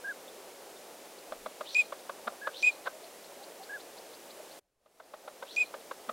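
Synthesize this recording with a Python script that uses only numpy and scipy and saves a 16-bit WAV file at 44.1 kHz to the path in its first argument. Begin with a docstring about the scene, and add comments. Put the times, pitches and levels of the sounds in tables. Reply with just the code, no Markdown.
"""Teal on a frosty shore

A drake clucks in short throaty runs, membrane pulses ringing in his throat; three times a hiss of
air breaks into a bright whistle. A second duck whistles lower and farther off, among faint ticks,
peeps and hoots. Underneath sit a steady rumble of distant traffic and a trace of breeze.
Late on, the whole mix drops out at once and swells back within a second."""
import sys
import numpy as np
from scipy import signal
from scipy.fft import rfft, irfft
from scipy.io import wavfile

SR = 44100
rng = np.random.default_rng(int(sys.argv[2]) if len(sys.argv) > 2 else 0)


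def unload_wav(signal):
    """Save mono or channel-first audio to the path in sys.argv[1] as 16-bit WAV at rate SR, clipped to [-1, 1]."""
    wavfile.write(
        sys.argv[1],
        SR,
        np.round(np.clip(np.atleast_2d(signal).T, -1, 1) * 32767).astype(np.int16),
    )


N = 269892
T = np.arange(N) / SR

# the drake's whistle cues: start_s, level_db, time_stretch
DRAKE_WHISTLES = [(1.7491, -20.2, 0.93), (2.6284, -19.5, 0.96), (5.5652, -21.5, 0.95)]
# the whistle's harmonics: harmonic_number, gain_db
WHISTLE_HARMONICS = [(1, -0.5), (2, -30.5), (3, -23.5), (4, -47.5)]
# three overlapping pushes of air per whistle, before stretching: crest_s, spread_s, relative_pressure
AIR_PUSHES = [(.003, 0.01, 0.6), (0.021, .0037, .75), (.051, 0.014, 1.0)]
# throat resonances in the hiss, timed from whistle onset: centre_hz, width_hz, gain_db, crest_s, spread_s
HISS_BANDS = [(3600, 900, -6, -0.051, 0.033), (5690, 600, -6.5, -0.014, 0.02),
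              (3300, 1400, -2.5, 0.042, 0.029), (8250, 2900, -8, 0.038, .03), (4120, 440, -11, .10, 0.0201)]
# the drake's cluck cues: start_s, level_db, run_up_s, chest_gain_db
DRAKE_CLUCKS = [(1.3206, -36.5, 0.0014, -18), (1.4592, -35.5, 0.0026, -19), (1.6075, -35.4, 0.0031, -21),
                (1.9220, -36.5, 0.0029, -34), (2.0926, -36, 0.0034, -30), (2.271, -31, .0072, -15.5),
                (2.4691, -30.5, 0.0051, -31), (2.8579, -33, 0.017, -44), (4.859, -38.5, 0.0019, -20),
                (4.9988, -35.5, 0.0024, -30), (5.136, -35.5, 0.0025, -21), (5.2760, -36.5, 0.0028, -30),
                (5.4240, -36, 0.0024, -39), (5.7394, -37.5, 0.0027, -36), (5.9100, -35.5, 0.0034, -32),
                (6.0890, -31, 0.0066, -15.5)]
# throat resonances in a cluck: centre_hz, width_hz, gain_db, share_of_bill_boost
THROAT_FORMANTS = [(567, 277, 2, 0.02), (1247, 370, -6.5, 1.09), (1570, 234, -6.5, 1.38),
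                   (2090, 420, -17.5, 0.42), (3650, 720, -17, 0.49)]
# the second duck's cues: start_s, level_db, base_pitch_hz
SECOND_DUCK_CALLS = [(0.038, -37, 1687), (2.41, -41.8, 1734), (3.688, -41, 1720)]
# the two pitch arches of its call: crest_s, sag_by_a_tenth_s, top_pitch_ratio, gain_db
PITCH_ARCHES = [(0.021, 0.0189, 0.97, -1.5), (0.057, 0.024, 0.99, 1.5)]
# the small bird's cues: start_s, level_db
BIRD_TICKS = [(1.17, -59), (1.98, -59), (2.845, -56), (3.03, -56.5), (3.232, -57.5), (3.421, -54.5),
              (3.621, -53.5), (3.789, -53.5), (3.965, -53.5), (4.128, -54), (4.294, -54.5), (4.503, -56.5),
              (5.02, -57), (5.795, -61.5)]
# faint peeps: start_s, level_db, pitch_hz
FAR_PEEPS = [(.272, -55.5, 3530), (.752, -58.5, 3620)]
# far waterfowl hoots: start_s, level_db, pitch_hz
FAR_HOOTS = [(.35, -55, 397), (.73, -55, 393), (2.925, -51, 642), (3.02, -50.5, 662), (3.385, -53, 790),
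             (3.585, -49, 782), (4.37, -51, 607)]
# echoes off the banks: delay_s, gain_db
BANK_ECHOES = [(0.01, -27.5), (0.041, -60), (.071, -46.5)]
# tone colour of the traffic bed: frequency_hz, relative_db
TRAFFIC_SPECTRUM = [(15, -62.5), (25, -33.5), (82, -30.5), (174, -17), (248, -9), (392, -1.5), (449, -1),
                    (557, 1.5), (637, -1.5), (791, -4), (981, -8), (1320, -12), (3680, -16), (9990, -18),
                    (15800, -23.5)]
# stereo width of the bed: frequency_hz, side_minus_mid_db
TRAFFIC_WIDTH = [(30, -6.5), (70, -7.5), (180, -28.5), (700, -40.5), (1500, -40), (3000, -20),
                 (6000, -15.5), (15000, -13)]
# faint hums in the bed: pitch_hz, level_db
LOW_HUMS = [(60, -91), (185, -78)]


def drake_whistles(length_s=0.085, base_hz=2375, lift_hz=133.3, scoop_hz=68, lead_s=0.003, snap_s=0.0051):
    """Air builds as a hiss, the syrinx snaps open, and a pure note rides the pressure in level and pitch."""
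    out = np.zeros(N)
    hiss_t = np.arange(-SR // 7, SR // 5) / SR
    snap_size = int(snap_s * SR)
    for start_s, level_db, stretch in DRAKE_WHISTLES:
        t = np.arange(int(length_s * stretch * SR)) / SR / stretch
        lift = np.minimum(pressure(t + lead_s) / 0.88, 1)   # pitch leads the level, then tops out
        scoop = swell(t, crest_s=0.012, spread_s=0.0037)   # a dip before the second push
        note = tone(base_hz + lift_hz * lift - scoop_hz * scoop, WHISTLE_HARMONICS, waver=0.0035)
        envelope = pressure(t) * gate(t, length_s, attack_s=.003, release_s=.006)
        shimmer_db = 0.43 * drift(900, len(t))
        add(out, start_s, note * envelope * from_db(level_db + shimmer_db))
        add(out, start_s + hiss_t[0], throat_hiss(hiss_t) * from_db(level_db - 26))
        snap = air(snap_size, centre_hz=4000, width_hz=2100) * np.hanning(snap_size)
        add(out, start_s - snap_s * 0.89, snap * from_db(level_db - 13))
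    return out


def pressure(t):
    """Air pressure through one whistle: the sum of its pushes."""
    return sum(strength * swell(t, crest_s, spread_s) for crest_s, spread_s, strength in AIR_PUSHES)


def throat_hiss(t, grit_db=2.8):
    """A raspy hiss climbs in pitch as pressure builds, then goes on softly under the note at t = 0."""
    climb_hz = np.interp(t, [-0.099, -0.051], [2550, 4200])
    rasp = from_db(-3) * swell(t, crest_s=-0.046, spread_s=.03) * swept_air(climb_hz, width_hz=560)
    rush = sum(from_db(gain_db) * air(len(t), centre_hz, width_hz) * swell(t, crest_s, spread_s)
               for centre_hz, width_hz, gain_db, crest_s, spread_s in HISS_BANDS)
    return (rasp + rush) * from_db(grit_db * drift(340, len(t)))


def drake_clucks(chest_hz=230, chest_s=0.043):
    """Each cluck is a handful of pulses ringing in the throat, over a soft thump from the chest's push."""
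    out = np.zeros(N)
    push = np.hanning(int(chest_s * SR))
    thump = push * np.sin(2 * np.pi * chest_hz * np.arange(len(push)) / SR)
    for start_s, level_db, run_up_s, chest_gain_db in DRAKE_CLUCKS:
        t = np.arange(SR // 20) / SR - run_up_s   # zero at the crest
        # a longer run-up means more effort: the bill opens wider and shuts sooner
        effort = np.interp(run_up_s, [0.002, .0056], [0, 1])
        closing_s = np.interp(effort, [0, 1], [0.012, .0075])
        pulses = membrane_pulses(t, run_up_s, closing_s)
        voice = throat_and_bill(pulses, t, closing_s, opening_db=7.5 * effort)
        voice_rms = np.sqrt(np.sum(voice ** 2) / ((run_up_s + closing_s) * SR))
        add(out, start_s, from_db(level_db) * voice / voice_rms)
        add(out, start_s - chest_s / 3, from_db(level_db + chest_gain_db) * thump)
    return out


def membrane_pulses(t, run_up_s, closing_s, crest_hz=545.4, last_hz=662, jitter=.15, rasp_db=-27):
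    """Uneven, raspy membrane pulses speed up exponentially to the crest, then a little more."""
    rate_hz = np.interp(t, [0, closing_s], [crest_hz, last_hz]) * np.exp(45 * np.minimum(t, 0))
    cycle = np.floor(np.cumsum(rate_hz * (1 + jitter * drift(600, len(t)))) / SR)
    force = from_db(np.interp(t, [-run_up_s, 0, closing_s], [-10, 0, -9])) * (t < closing_s)
    rasp = from_db(rasp_db) * rng.standard_normal(len(t))
    return force * (np.diff(cycle, prepend=-1) + rasp)


def throat_and_bill(pulses, t, closing_s, opening_db, open_hz=1400, shut_hz=683, drop_s=0.0031):
    """The throat rings; as the bill closes, the upper formants fade first and one resonance dives."""
    boost_db = opening_db + 7 * np.interp(t, [0, closing_s], [.35, -.65])
    throat = sum(resonate(pulses * from_db(gain_db + share * boost_db), centre_hz, width_hz) * (-1) ** k
                 for k, (centre_hz, width_hz, gain_db, share) in enumerate(THROAT_FORMANTS))
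    dive_hz = shut_hz + (open_hz - shut_hz) / (1 + np.exp(t / drop_s))
    dive_hz *= 1 + 0.04 * opening_db   # a wider bill rings higher
    dive_db = -1.5 - 1198 * np.maximum(t - 0.0036, 0)   # dies away just after the crest
    bill = glide(pulses * from_db(dive_db), dive_hz, width_hz=340)
    return cut(cut(throat - bill, 350, "high"), 4800, "low")


def second_duck(length_s=.093, sag_loss_db=5):
    """A softer, lower whistle in two arches; it weakens wherever its pitch sags."""
    out = np.zeros(N)
    t = np.arange(int(length_s * SR)) / SR
    crest_s, sag_s, top_ratio, gain_db = np.transpose(PITCH_ARCHES)[:, :, None]
    sag_tenths = ((t - crest_s) / sag_s) ** 2
    bend = np.max(top_ratio - sag_tenths / 10, axis=0)
    contour_db = np.max(gain_db - sag_loss_db * sag_tenths, axis=0)
    envelope = from_db(contour_db) * gate(t, length_s, attack_s=0.0073, release_s=0.0094)
    for start_s, level_db, base_pitch_hz in SECOND_DUCK_CALLS:
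        note = tone(base_pitch_hz * bend, harmonics=[(1, 0), (2, -37)], waver=.008)
        add(out, start_s, from_db(level_db) * note * envelope)
    return out


def small_bird(length_s=0.032, centre_hz=4130, rise_hz_per_s=47000):
    """Thin, hoarse ticks, each a quick upward sweep."""
    out = np.zeros(N)
    t = np.arange(int(length_s * SR)) / SR
    sweep_hz = centre_hz + rise_hz_per_s * (t - length_s / 2)
    for start_s, level_db in BIRD_TICKS:
        squeak = swept_air(sweep_hz, width_hz=1000)
        add(out, start_s, from_db(level_db) * squeak * np.hanning(len(t)) ** .5)
    return out


def far_calls(cues, length_s, width_hz):
    """Short hoarse notes, blurred by distance."""
    out = np.zeros(N)
    size = int(length_s * SR)
    for start_s, level_db, pitch_hz in cues:
        add(out, start_s, from_db(level_db) * air(size, pitch_hz, width_hz) * np.hanning(size) ** .5)
    return out


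def shore_reverb(x, scatter_db, t60_s, dull_hz=1500, side_db=-16):
    """Adds faint echoes off the banks and a short, dull stereo scatter from the ground and reeds."""
    t = np.arange(SR // 2) / SR
    tail = cut(rng.standard_normal((2, len(t))), dull_hz, "low", order=1) * from_db(-60 * t / t60_s)
    passband_gain = np.sqrt(np.sum(tail ** 2, axis=1, keepdims=True) * SR / (np.pi * dull_hz))
    mid, side = from_db(scatter_db) * tail / passband_gain
    for delay_s, gain_db in BANK_ECHOES:
        add(mid, delay_s, from_db([gain_db]))
    response = mid + from_db(side_db) * side * [[1], [-1]]
    return x + signal.fftconvolve(x[None], response, axes=1)[:, :N]


def distant_traffic(level_db=-50, flutter_db=1.5, swell_db=0.25):
    """A near-mono bed of traffic rumble, restless in the low mids, with smooth hiss and faint hums."""
    hz = np.arange(N // 2 + 1) * SR / N
    colour = from_db(at_hz(TRAFFIC_SPECTRUM, hz))
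    mid = irfft(rfft(rng.standard_normal(N)) * colour, N)
    side = irfft(rfft(rng.standard_normal(N)) * colour * from_db(at_hz(TRAFFIC_WIDTH, hz)), N)
    gain = from_db(level_db) / np.std(mid)
    movement = from_db(flutter_db * drift(18, N) + swell_db * drift(2.2, N))
    mid = mid + resonate(mid, centre_hz=770, width_hz=660) * (movement - 1)
    hum = sum(from_db(hum_db) * tone(np.full(N, pitch_hz), harmonics=[(1, 0)], waver=0.027)
              for pitch_hz, hum_db in LOW_HUMS)
    return gain * (mid + side * [[1], [-1]]) + hum


def breeze(steady_db=-98.5, puff_db=-69, puff_start_s=1.28, top_hz=36):
    """Breeze buffets the microphone in the sub-bass: a steady trace and one small puff."""
    puff = gate(T - puff_start_s, length_s=0.2, attack_s=.04, release_s=.04)
    buffeting = cut(cut(rng.standard_normal(N), top_hz, "low", order=3), 15, "high")
    return (from_db(steady_db) + from_db(puff_db) * puff) * rms_one(buffeting)


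def tone(pitch_hz, harmonics, waver):
    """A slightly wavering tone on a pitch curve; a 0 dB harmonic has rms 1."""
    phase = 2 * np.pi * np.cumsum(pitch_hz * (1 + waver * drift(500, len(pitch_hz)))) / SR
    return np.sqrt(2) * sum(from_db(gain_db) * np.sin(round(k) * phase) for k, gain_db in harmonics)


def air(size, centre_hz, width_hz):
    """Air rushing through one steep-sided resonance; rms 1."""
    band = resonate(rng.standard_normal(size + 1000), centre_hz, 1.2 * width_hz)
    return rms_one(resonate(band, centre_hz, 1.2 * width_hz)[-size:])


def swept_air(centre_hz, width_hz):
    """Air rushing through a steep-sided, moving resonance; rms 1."""
    band = glide(rng.standard_normal(len(centre_hz)), centre_hz, width_hz)
    return rms_one(glide(band, centre_hz, width_hz))


def resonate(x, centre_hz, width_hz):
    """A resonance with peak gain 1."""
    r = np.exp(-np.pi * width_hz / SR)
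    feedback = [1, -2 * r * np.cos(2 * np.pi * centre_hz / SR), r * r]
    return signal.lfilter(np.array([1, 0, -1]) * (1 - r * r) / 2, feedback, x)


def glide(x, centre_hz, width_hz):
    """A resonance whose centre follows a curve; peak gain 1."""
    turn = np.exp(2j * np.pi * np.cumsum(centre_hz) / SR)
    r = np.exp(-np.pi * width_hz / SR)
    return 2 * np.real(turn * signal.lfilter([1 - r], [1, -r], x / turn))


def cut(x, hz, kind, order=2):
    """Butterworth low- or high-pass."""
    return signal.sosfilt(signal.butter(order, hz, kind, fs=SR, output="sos"), x)


def swell(t, crest_s, spread_s):
    """A bell-shaped envelope of height 1."""
    return np.exp(-.5 * ((t - crest_s) / spread_s) ** 2)


def gate(t, length_s, attack_s, release_s):
    """Attack, hold and release, from time 0 to length_s."""
    return np.clip(np.minimum(t / attack_s, (length_s - t) / release_s), 0, 1)


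def drift(rate_hz, size):
    """Smooth random wander of spread about 1."""
    knots = rng.standard_normal(size // 16 + 2)
    return np.interp(np.arange(size) * rate_hz / SR, np.arange(len(knots)), knots)


def at_hz(points, hz):
    """Read a spectrum on a log-frequency axis."""
    point_hz, value = np.transpose(points)
    return np.interp(np.log(hz + 1e-3), np.log(point_hz), value)


def add(out, start_s, sound):
    """Mix a sound in at its cue."""
    i = max(int(round(start_s * SR)), 0)
    out[i:i + len(sound)] += sound[:max(N - i, 0)]


def from_db(db):
    """Decibels to gain."""
    return 10 ** (np.asarray(db) / 20)


def rms_one(x):
    """Scale to unit rms."""
    return x / np.sqrt(np.mean(x ** 2) + 1e-20)


def scene():
    """The birds on the shore, a touch left of centre, over traffic and breeze."""
    peeps = far_calls(FAR_PEEPS, length_s=.03, width_hz=170)
    hoots = far_calls(FAR_HOOTS, length_s=0.057, width_hz=47)
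    birds = drake_whistles() + second_duck() + small_bird() + peeps + hoots
    birds = shore_reverb(birds, scatter_db=-26, t60_s=.35)
    clucks = shore_reverb(drake_clucks(), scatter_db=-15, t60_s=0.16)
    pan = from_db([[.1], [-.1]])
    return (birds + clucks) * pan + distant_traffic() + breeze()


def record(dry, drop_at_s=4.592, fall_s=0.0098, hold_s=.19, recovery_s=0.23, drop_db=-32.5, back_db=-0.87):
    """The mix drops out, holds, and swells back over a faint low noise floor; the extreme top is cut."""
    since_s = T - drop_at_s
    fall = np.clip(since_s / fall_s, 0, 1)
    still_down = np.exp(-np.maximum(since_s - hold_s, 0) / recovery_s)
    fader_db = fall * (back_db + (drop_db - back_db) * still_down)
    floor = from_db(-86) * rms_one(cut(rng.standard_normal(N), 70, "low", order=1))
    high_cut = signal.ellip(12, .1, 80, 15800, fs=SR, output="sos")
    return signal.sosfilt(high_cut, dry * from_db(fader_db) + floor)


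dry = scene()
out = record(dry)
unload_wav(out)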